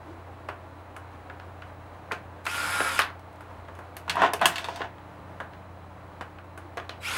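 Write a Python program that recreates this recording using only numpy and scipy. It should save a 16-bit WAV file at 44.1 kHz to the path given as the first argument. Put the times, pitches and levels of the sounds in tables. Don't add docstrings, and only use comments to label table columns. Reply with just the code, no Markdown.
import sys
import numpy as np
from scipy import signal
from scipy.fft import rfft, irfft
from scipy.io import wavfile

SR = 44100
rng = np.random.default_rng(int(sys.argv[2]) if len(sys.argv) > 2 else 0)


def wav_out(sig):
    wavfile.write(sys.argv[1], SR, np.round(np.clip(np.atleast_2d(sig).T, -1, 1) * 32767).astype(np.int16))


def gain_from_decibels(decibels):
    exponent = np.asarray(decibels, float) / 20
    return 10 ** exponent


N = 316197
T = np.arange(N) / SR


def rms_one(x):
    return x / np.sqrt(np.mean(x ** 2) + 1e-20)


def at_hz(points, hz):
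    point_hz, level_db = np.array(points)[:, 0], np.array(points)[:, 1]
    return np.interp(np.log(np.maximum(hz, 1)), np.log(point_hz), level_db)


def colour(x, spectrum):
    hz = np.arange(N // 2 + 1) * SR / N
    return rms_one(irfft(rfft(x) * gain_from_decibels(at_hz(spectrum, hz)), N))


def drift(rate_hz):
    r = np.exp(-80 * np.pi * rate_hz / SR)
    noise = rng.standard_normal(N // 40 + 2002)
    slow = signal.lfilter([1], [1, -2 * r, r * r], noise)[2000:]
    return np.interp(np.arange(N) / 40, np.arange(len(slow)), rms_one(slow))


def resonate(x, hz, width_hz):
    r = np.exp(-np.pi * width_hz / SR)
    poles = [1, -2 * r * np.cos(2 * np.pi * hz / SR), r * r]
    return signal.lfilter([(1 - r * r) / 2, 0, (r * r - 1) / 2], poles, x + 1e-18)


def body(x, modes):
    total = 0
    for k, (hz, width_hz, level_db) in enumerate(modes):
        total = total + (-1) ** k * gain_from_decibels(level_db) * resonate(x, hz, width_hz)
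    return rms_one(total)


def grains(per_s, spread_db):
    sizes = gain_from_decibels(spread_db * np.minimum(rng.exponential(1, N), 4)) * rng.choice([-1, 1], N)
    return sizes * (rng.random(N) < per_s / SR)


FULL_SPEED, SPIN_UP_S = 324.9, .06
COAST_TURNS_PER_S2, BRAKE_TURNS_PER_S2 = 525, 3300

# pull_s, let_go_s, brake_s, gear_load_db, slot_load_db
TRIGGER_PULLS = [
    (2.438, 2.885, 2.98, 2.1, -1.5),
    (7.003, 8.0, 8.1, 2.8, 1.5),
]


def shaft():
    speed, load_db = np.zeros(N), np.zeros((2, N))
    for pull, let_go, brake, *db in TRIGGER_PULLS:
        rise = FULL_SPEED * (1 - np.exp(-np.maximum(T - pull, 0) / SPIN_UP_S))
        coast_loss = COAST_TURNS_PER_S2 * np.maximum(T - let_go, 0)
        brake_loss = BRAKE_TURNS_PER_S2 * np.maximum(T - brake, 0)
        speed = speed + np.maximum(rise - coast_loss - brake_loss, 0)
        load_db = np.where(T > pull, np.c_[db], load_db)
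    return speed, load_db


# pitch_hz, width_hz, level_db
GEARBOX_MODES = [(540, 60, -12), (975, 70, -9), (1400, 35, 0), (1620, 90, -9), (2280, 250, -16),
                 (3300, 600, -14)]
# pitch_hz, level_db per Hz
GEAR_SPECTRUM = [(150, -56), (250, -22), (313, -16.5), (413, -47), (968, -6), (1200, -12.5), (1370, -6),
                 (1740, -10), (5000, -35), (6500, -57), (11000, -120)]


def gears(turns, share, load_db):
    beat = 1 + 0.21 * np.cos(np.pi * turns + 0.82 * drift(27)) ** 3
    teeth = grains(9000, spread_db=2.5) * beat ** 2
    rattle = rms_one(body(teeth, GEARBOX_MODES) + 1.6 * colour(teeth, GEAR_SPECTRUM))
    return gain_from_decibels(-31.5 + load_db) * share ** 3.1 * rattle


# pitch_hz, level_db per Hz
FAN_SPECTRUM = [(2350, -8.5), (4000, -25), (5120, -10), (5940, -12), (7460, -7), (8610, -7), (9330, -10),
                (10100, -6), (10600, -8), (11600, -10), (15700, -24)]
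# pitch_hz, width_hz, level_db
FAN_MODES = [(5110, 130, -1), (8440, 60, -6), (9640, 47, -3), (11500, 70, -8)]


def fan(turns, share):
    air = rng.standard_normal(N) * (1 + 0.17 * np.cos(2 * np.pi * turns)) * gain_from_decibels(1.1 * drift(45))
    hiss = rms_one(colour(air, FAN_SPECTRUM) + .35 * share ** 4 * body(air, FAN_MODES))
    return gain_from_decibels(-40) * share ** 1.2 * hiss


# multiple of shaft speed, level_db
SHAFT_ORDERS = [(4, -45), (5, -43), (7, -53), (10, -57), (11, -58), (15, -58), (20, -63), (21, -63),
                (26, -59), (31, -50), (32, -61), (33, -63), (35, -61), (38, -67), (41, -65), (42, -72),
                (47, -72)]


def whine(turns, speed):
    free = np.exp(-((speed - FULL_SPEED) / 6) ** 2)
    tones = 0
    for k, level_db in SHAFT_ORDERS:
        level = gain_from_decibels(level_db + 5 + 2.5 * drift(15))
        tones = tones + level * np.sin(2 * np.pi * (k * turns + rng.random()))
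    return free * tones


# multiple of shaft speed, level_db
MAGNETIC_ORDERS = [(8, -4), (10, -7), (12, 0), (14, -10), (16, -9), (24, -8)]
# pitch_hz, width_hz, level_db
MOTOR_CASE = [(2500, 560, -1), (3310, 570, -0.3), (5030, 1140, -1.5)]


def slots(turns, speed, load_db):
    share = speed / FULL_SPEED
    strain = np.abs(np.gradient(speed)) * SR * SPIN_UP_S / FULL_SPEED
    sparks = rms_one(signal.lfilter([1], [1, -.965], rng.standard_normal((len(MAGNETIC_ORDERS), N))))
    lines = 0
    for (k, level_db), spark in zip(MAGNETIC_ORDERS, sparks):
        level = gain_from_decibels(level_db) * (.65 * gain_from_decibels(4 * drift(25)) + spark)
        lines = lines + level * np.sin(2 * np.pi * k * turns + drift(25))
    whirr = .5 * lines + body(lines, MOTOR_CASE)
    return gain_from_decibels(-51 + load_db) * share ** 1.4 * (1 + 6.3 * strain) * whirr


CHOPPER_HZ = 3940
# start_s, end_s, level_db
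CHOPPER_BURSTS = [
    (2.449, 2.482, -48),
    (7.002, 7.03, -52),
]


def chopper(turns):
    gate = 0
    for on, off, level_db in CHOPPER_BURSTS:
        gate = gate + gain_from_decibels(level_db) * np.interp(T, [on, on + .004, off - .012, off], [0, 1, .35, 0])
    wobble = 1.5 * np.sin(2 * np.pi * turns)
    harmonics_db = [0, -14, -18]
    whistle = sum(gain_from_decibels(db) * np.sin(2 * np.pi * k * CHOPPER_HZ * T + wobble)
                  for k, db in enumerate(harmonics_db, 1))
    return gate * whistle


def drill():
    speed, (gear_db, slot_db) = shaft()
    turns, share = np.cumsum(speed) / SR, speed / FULL_SPEED
    motor = gears(turns, share, gear_db) + fan(turns, share) + slots(turns, speed, slot_db)
    return motor + whine(turns, speed) + chopper(turns)


# start_s, peak_db, boom_db, clack_db
SOLID_BLOWS = [(0.4875, -16.5, -2.5, -25.5), (2.1075, -32.5, 3, -45), (2.1125, -14, -19, -42),
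               (2.119, -13.5, 1, -12), (2.4655, -12, -9, -16.5), (3.684, -36, 8.5, -22),
               (4.079, -21.5, -6, -24), (4.0964, -11, -15, -5), (4.1688, -11.5, -5, -32),
               (4.2192, -5, -4, -22), (4.5577, -15, -16, -4), (4.582, -14.5, -23, -8),
               (4.6436, -18.5, -1.5, -5.5), (4.6858, -25, 6, -12), (4.7595, -26, -16, -0.5),
               (5.4023, -17, 0, -25.5), (6.2103, -18.5, 0, -20), (6.772, -17.5, 0, -19)]
# start_s, peak_db, boom_db, clack_db
PLASTIC_TAPS = [(1.2989, -24.5, -4, -25), (1.3987, -27, -13, -18), (1.621, -28, -34, -22),
                (2.134, -41, -8, -15), (2.804, -9, 2.5, -17), (2.9985, -10.5, -14, -10),
                (3.0104, -15, -44, -13), (3.018, -11, -30, -5), (3.1019, -25.5, -4, -25),
                (3.6503, -39, 1, -7), (4.2359, -8, 2.5, -27), (4.3944, -27.5, -21, -7),
                (4.4388, -30, -3, -12), (4.8066, -25, 7.5, -21), (4.8174, -21, -26, -21.5),
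                (4.983, -34, -8.5, -15.5), (5.5344, -34.5, -13, -11), (6.386, -30.5, -12, -24.5),
                (6.7793, -20, -12, -23), (6.7994, -21, 1, -17), (6.8494, -40, -13, -11),
                (6.8938, -17.5, 0.5, -3.5)]
# start_s, peak_db, boom_db, clack_db
STEEL_TICKS = [(0.9645, -25.5, -20, -23), (2.4542, -18.5, -11, -21), (2.9912, -0.5, -12, -23),
               (3.1944, -39, -8, -15), (3.3286, -42, -4, -16), (3.3588, -41, -9, -17),
               (3.4077, -30, -14, -25), (3.7514, -38.5, 1, -13), (3.7895, -27.5, -3, -27),
               (3.9674, -19.5, -2, -10), (4.156, -22.5, 0, -16), (4.335, -17, 8, -8),
               (4.414, -13, -12, -29), (4.4265, -28, -22.5, -24), (4.4569, 4.5, -9.5, -9),
               (6.4444, -41, -2, -22), (6.5763, -24.5, -2.5, -20.5), (7.1664, -18, -29, -27)]
# pitch_hz, level_db
HOUSING_COLOUR = [(700, 0.3), (1050, 1), (1600, -0.2), (2300, 0.5), (3000, 1.3), (4200, -0.5), (7000, -1.5),
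                  (12000, 3)]


def knocks(size=2048, count=36):
    # contacts, tick over clack in dB, contact length in ms
    kinds = [(SOLID_BLOWS, -14.5, 11.2), (PLASTIC_TAPS, -25, 5.5), (STEEL_TICKS, -2, 7.75)]
    contacts = sorted((*row, row[3] + tick_db, length_ms) for rows, tick_db, length_ms in kinds for row in rows)
    pitches, hz = np.geomspace(330, 15500, count), np.arange(size // 2 + 1) * SR / size
    n, out = np.arange(size), np.zeros((2, N + size))
    fold = np.where((n > 0) & (n < size // 2), 2, n % (size // 2) == 0)
    dull = 1 / (1 + 1j * hz / 3000)
    luck = rng.standard_normal((len(contacts), count))
    chatter = rng.standard_normal((len(contacts), size))
    for contact, chance, force in zip(contacts, luck, chatter):
        s, peak_db, boom_db, clack_db, tick_db, length_ms = contact
        tilt = list(zip([120, 550, 1500, 3900, 10000, 15500],
                        [boom_db - 14, boom_db, 0, clack_db, tick_db, tick_db - 12]))
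        uneven_db = 1.7 * at_hz(np.transpose([pitches, chance]), hz)
        shape_db = at_hz(tilt, hz) + at_hz(HOUSING_COLOUR, hz) + uneven_db
        response = np.exp(rfft(irfft(np.log(gain_from_decibels(shape_db))) * fold))
        blow = irfft([response * dull, response * (1 - dull)])
        lengths = np.clip(length_ms, .2, 15) / 1000 * np.array([[1], [.55]])
        push = (force + 4.5 * (n == 0)) * np.exp(-n / SR / lengths) / np.sqrt(lengths)
        hit = rms_one(signal.fftconvolve(push, blow, axes=1)[:, :size].sum(axis=0))
        sound = np.stack([hit, rms_one(blow.sum(axis=0))])
        level = gain_from_decibels(peak_db + max(0, boom_db, clack_db, tick_db))
        at = round(s * SR)
        out[:, at:at + size] += level * sound / np.abs(hit).max()
    high_pass = signal.butter(2, 200, "high", fs=SR, output="sos")
    return gain_from_decibels(-5.0) * signal.sosfilt(high_pass, out[:, :N])


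# pitch_hz, width_hz, level_db
LOOSE_MODES = [(420, 30, -8), (677, 16, -9), (950, 60, -3), (1075, 60, -3), (1700, 30, -7), (2630, 28, -3),
               (2810, 28, -4), (3300, 40, -4), (3600, 28, 0), (4400, 45, -1)]


def loose_parts(hits):
    shaken = hits * np.interp(T, [4.05, 4.09, 4.85, 4.9], [0, 1, 1, 0])
    return sum(gain_from_decibels(db + 10) * resonate(shaken, hz, width_hz) for hz, width_hz, db in LOOSE_MODES)


# start_s, full_s, let_go_s, drag_db, grit_db
DRAG_STROKES = [
    (4.062, 4.245, 4.262, -22, -44.5),
    (4.325, 4.338, 4.342, -37, -66),
    (4.397, 4.422, 4.454, -22, -48),
    (4.46, 4.52, 4.66, -44, -52.5),
    (4.66, 4.68, 4.78, -46, -54.5),
    (4.776, 4.796, 4.85, -39.5, -59),
]


def strokes(levels_db, power, fall_db_per_s):
    total = 0
    for (on, full, off, *_), level_db in zip(DRAG_STROKES, levels_db):
        swell = np.clip((T - on) / max(full - on, .002), 0, 1) ** power
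        total = total + gain_from_decibels(level_db - fall_db_per_s * np.maximum(T - off, 0)) * swell
    return total


# pitch_hz, width_hz, level_db
SHELL_MODES = [(277, 100, -7.5), (417, 74, -12.5), (677, 66, 4), (1001, 150, 7.5), (1055, 130, 6),
               (1384, 200, -4), (1850, 170, -3.5), (2630, 650, -13), (3650, 770, -19)]


def drag():
    drag_db, grit_db = np.transpose(DRAG_STROKES)[3:]
    slips = grains(3000, spread_db=3) * gain_from_decibels(2 * drift(40))
    grit_band = signal.butter(2, [2400, 6000], "band", fs=SR, output="sos")
    grit = rms_one(signal.sosfilt(grit_band, grains(6000, spread_db=3)))
    drone = rms_one(resonate(rng.standard_normal(N), 163, 18.0))
    return (strokes(drag_db, 2.3, 651) * body(slips, SHELL_MODES)
            + strokes(grit_db, 2.3, 651) * grit
            + strokes(-30 + 0.71 * drag_db, .6, 401) * drone)


# pitch_hz, t60_s
GARAGE_T60 = [(300, 0.34), (800, 0.27), (2100, 0.26), (5500, 0.17), (12000, 0.18)]


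def garage(x):
    size, edges = SR // 2, 150 * 2. ** np.arange(8)
    t, tail = np.arange(size) / SR, 0
    for low, high in zip(edges, edges[1:]):
        octave = signal.butter(2, [low, high], "band", fs=SR, output="sos")
        band = signal.sosfilt(octave, rng.standard_normal(size))
        t60_s = np.maximum(at_hz(GARAGE_T60, np.sqrt(low * high)), .05)
        tail = tail + band * gain_from_decibels(-60 * t / t60_s)
    tail = tail * np.clip((t - .003) / .008, 0, 1)
    return signal.fftconvolve(x, tail / np.sqrt(np.sum(tail ** 2)))[:N]


def wavering(lines, offset_db, waver_db, level_hz, phase_hz):
    total = 0
    for hz, level_db in lines:
        level = gain_from_decibels(level_db + offset_db + waver_db * drift(level_hz))
        total = total + level * np.sin(2 * np.pi * hz * T + .5 * drift(phase_hz))
    return total


# pitch_hz, level_db rms
HUM_TONES = [(88.6, -49), (120, -58), (298, -61), (640.6, -65), (15671, -78)]


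def compressor():
    return wavering(HUM_TONES, 2.5, 1.2, 5.8, 1.7)


# time_s, level_db
IDLE_LEVEL = [(0, -120), (1.5, -63), (2.0, -55.5), (3.0, -58.5), (4.6, -66), (5.2, -52), (6.3, -55),
              (7.17, -65)]
# pitch_hz, level_db
IDLE_ORDERS = [(70.6, -10.5), (94.3, -20.5), (164.7, -1), (188.2, -0.5)]


def far_engine():
    time_s, level_db = np.transpose(IDLE_LEVEL)
    return gain_from_decibels(np.interp(T, time_s, level_db) - 2.5) * wavering(IDLE_ORDERS, 0, 1.2, 4.1, 1.6)


# centre_s, level_db
DRAUGHT_MOANS = [
    (0.1, -47),
    (6.62, -51),
]


def draught():
    swell = sum(gain_from_decibels(db) * np.exp(-((T - s) / 0.075) ** 2) for s, db in DRAUGHT_MOANS)
    return swell * rms_one(resonate(rng.standard_normal(N), 319, 24.0))


# pitch_hz, level_db per Hz
AIR_SPECTRUM = [(20, -50.5), (30, -24.5), (59, -8), (90, -9.5), (140, -14), (190, -16.5), (290, -12),
                (430, -14), (640, -10), (1000, -11.5), (2300, -26), (5400, -43.5), (11500, -47.5),
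                (15000, -55.5)]


def street():
    air = gain_from_decibels(-47 + .6 * drift(1.5) + .5 * drift(12)) * colour(rng.standard_normal(N), AIR_SPECTRUM)
    insects = gain_from_decibels(-77.) * rms_one(resonate(rng.standard_normal(N), 4010, 120.))
    return air + insects


def scene():
    hits, blows = knocks()
    tools = drill() + drag()
    near = hits + loose_parts(hits) + tools
    reflected = garage(gain_from_decibels(-6.5) * blows + gain_from_decibels(-7.5) * tools)
    mono = near + reflected + street() + draught() + compressor() + far_engine()
    return np.stack([mono, mono])


def top_cut(x):
    return signal.sosfilt(signal.butter(12, 16660, fs=SR, output="sos"), x)


def record(dry):
    rounded = 1.7 * np.tanh(dry / 1.7)
    low_pass = signal.cheby2(12, 60, 16700, fs=SR, output="sos")
    mix = signal.sosfilt(low_pass, rounded)
    return top_cut(mix)


dry = scene()
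out = record(dry)
wav_out(out)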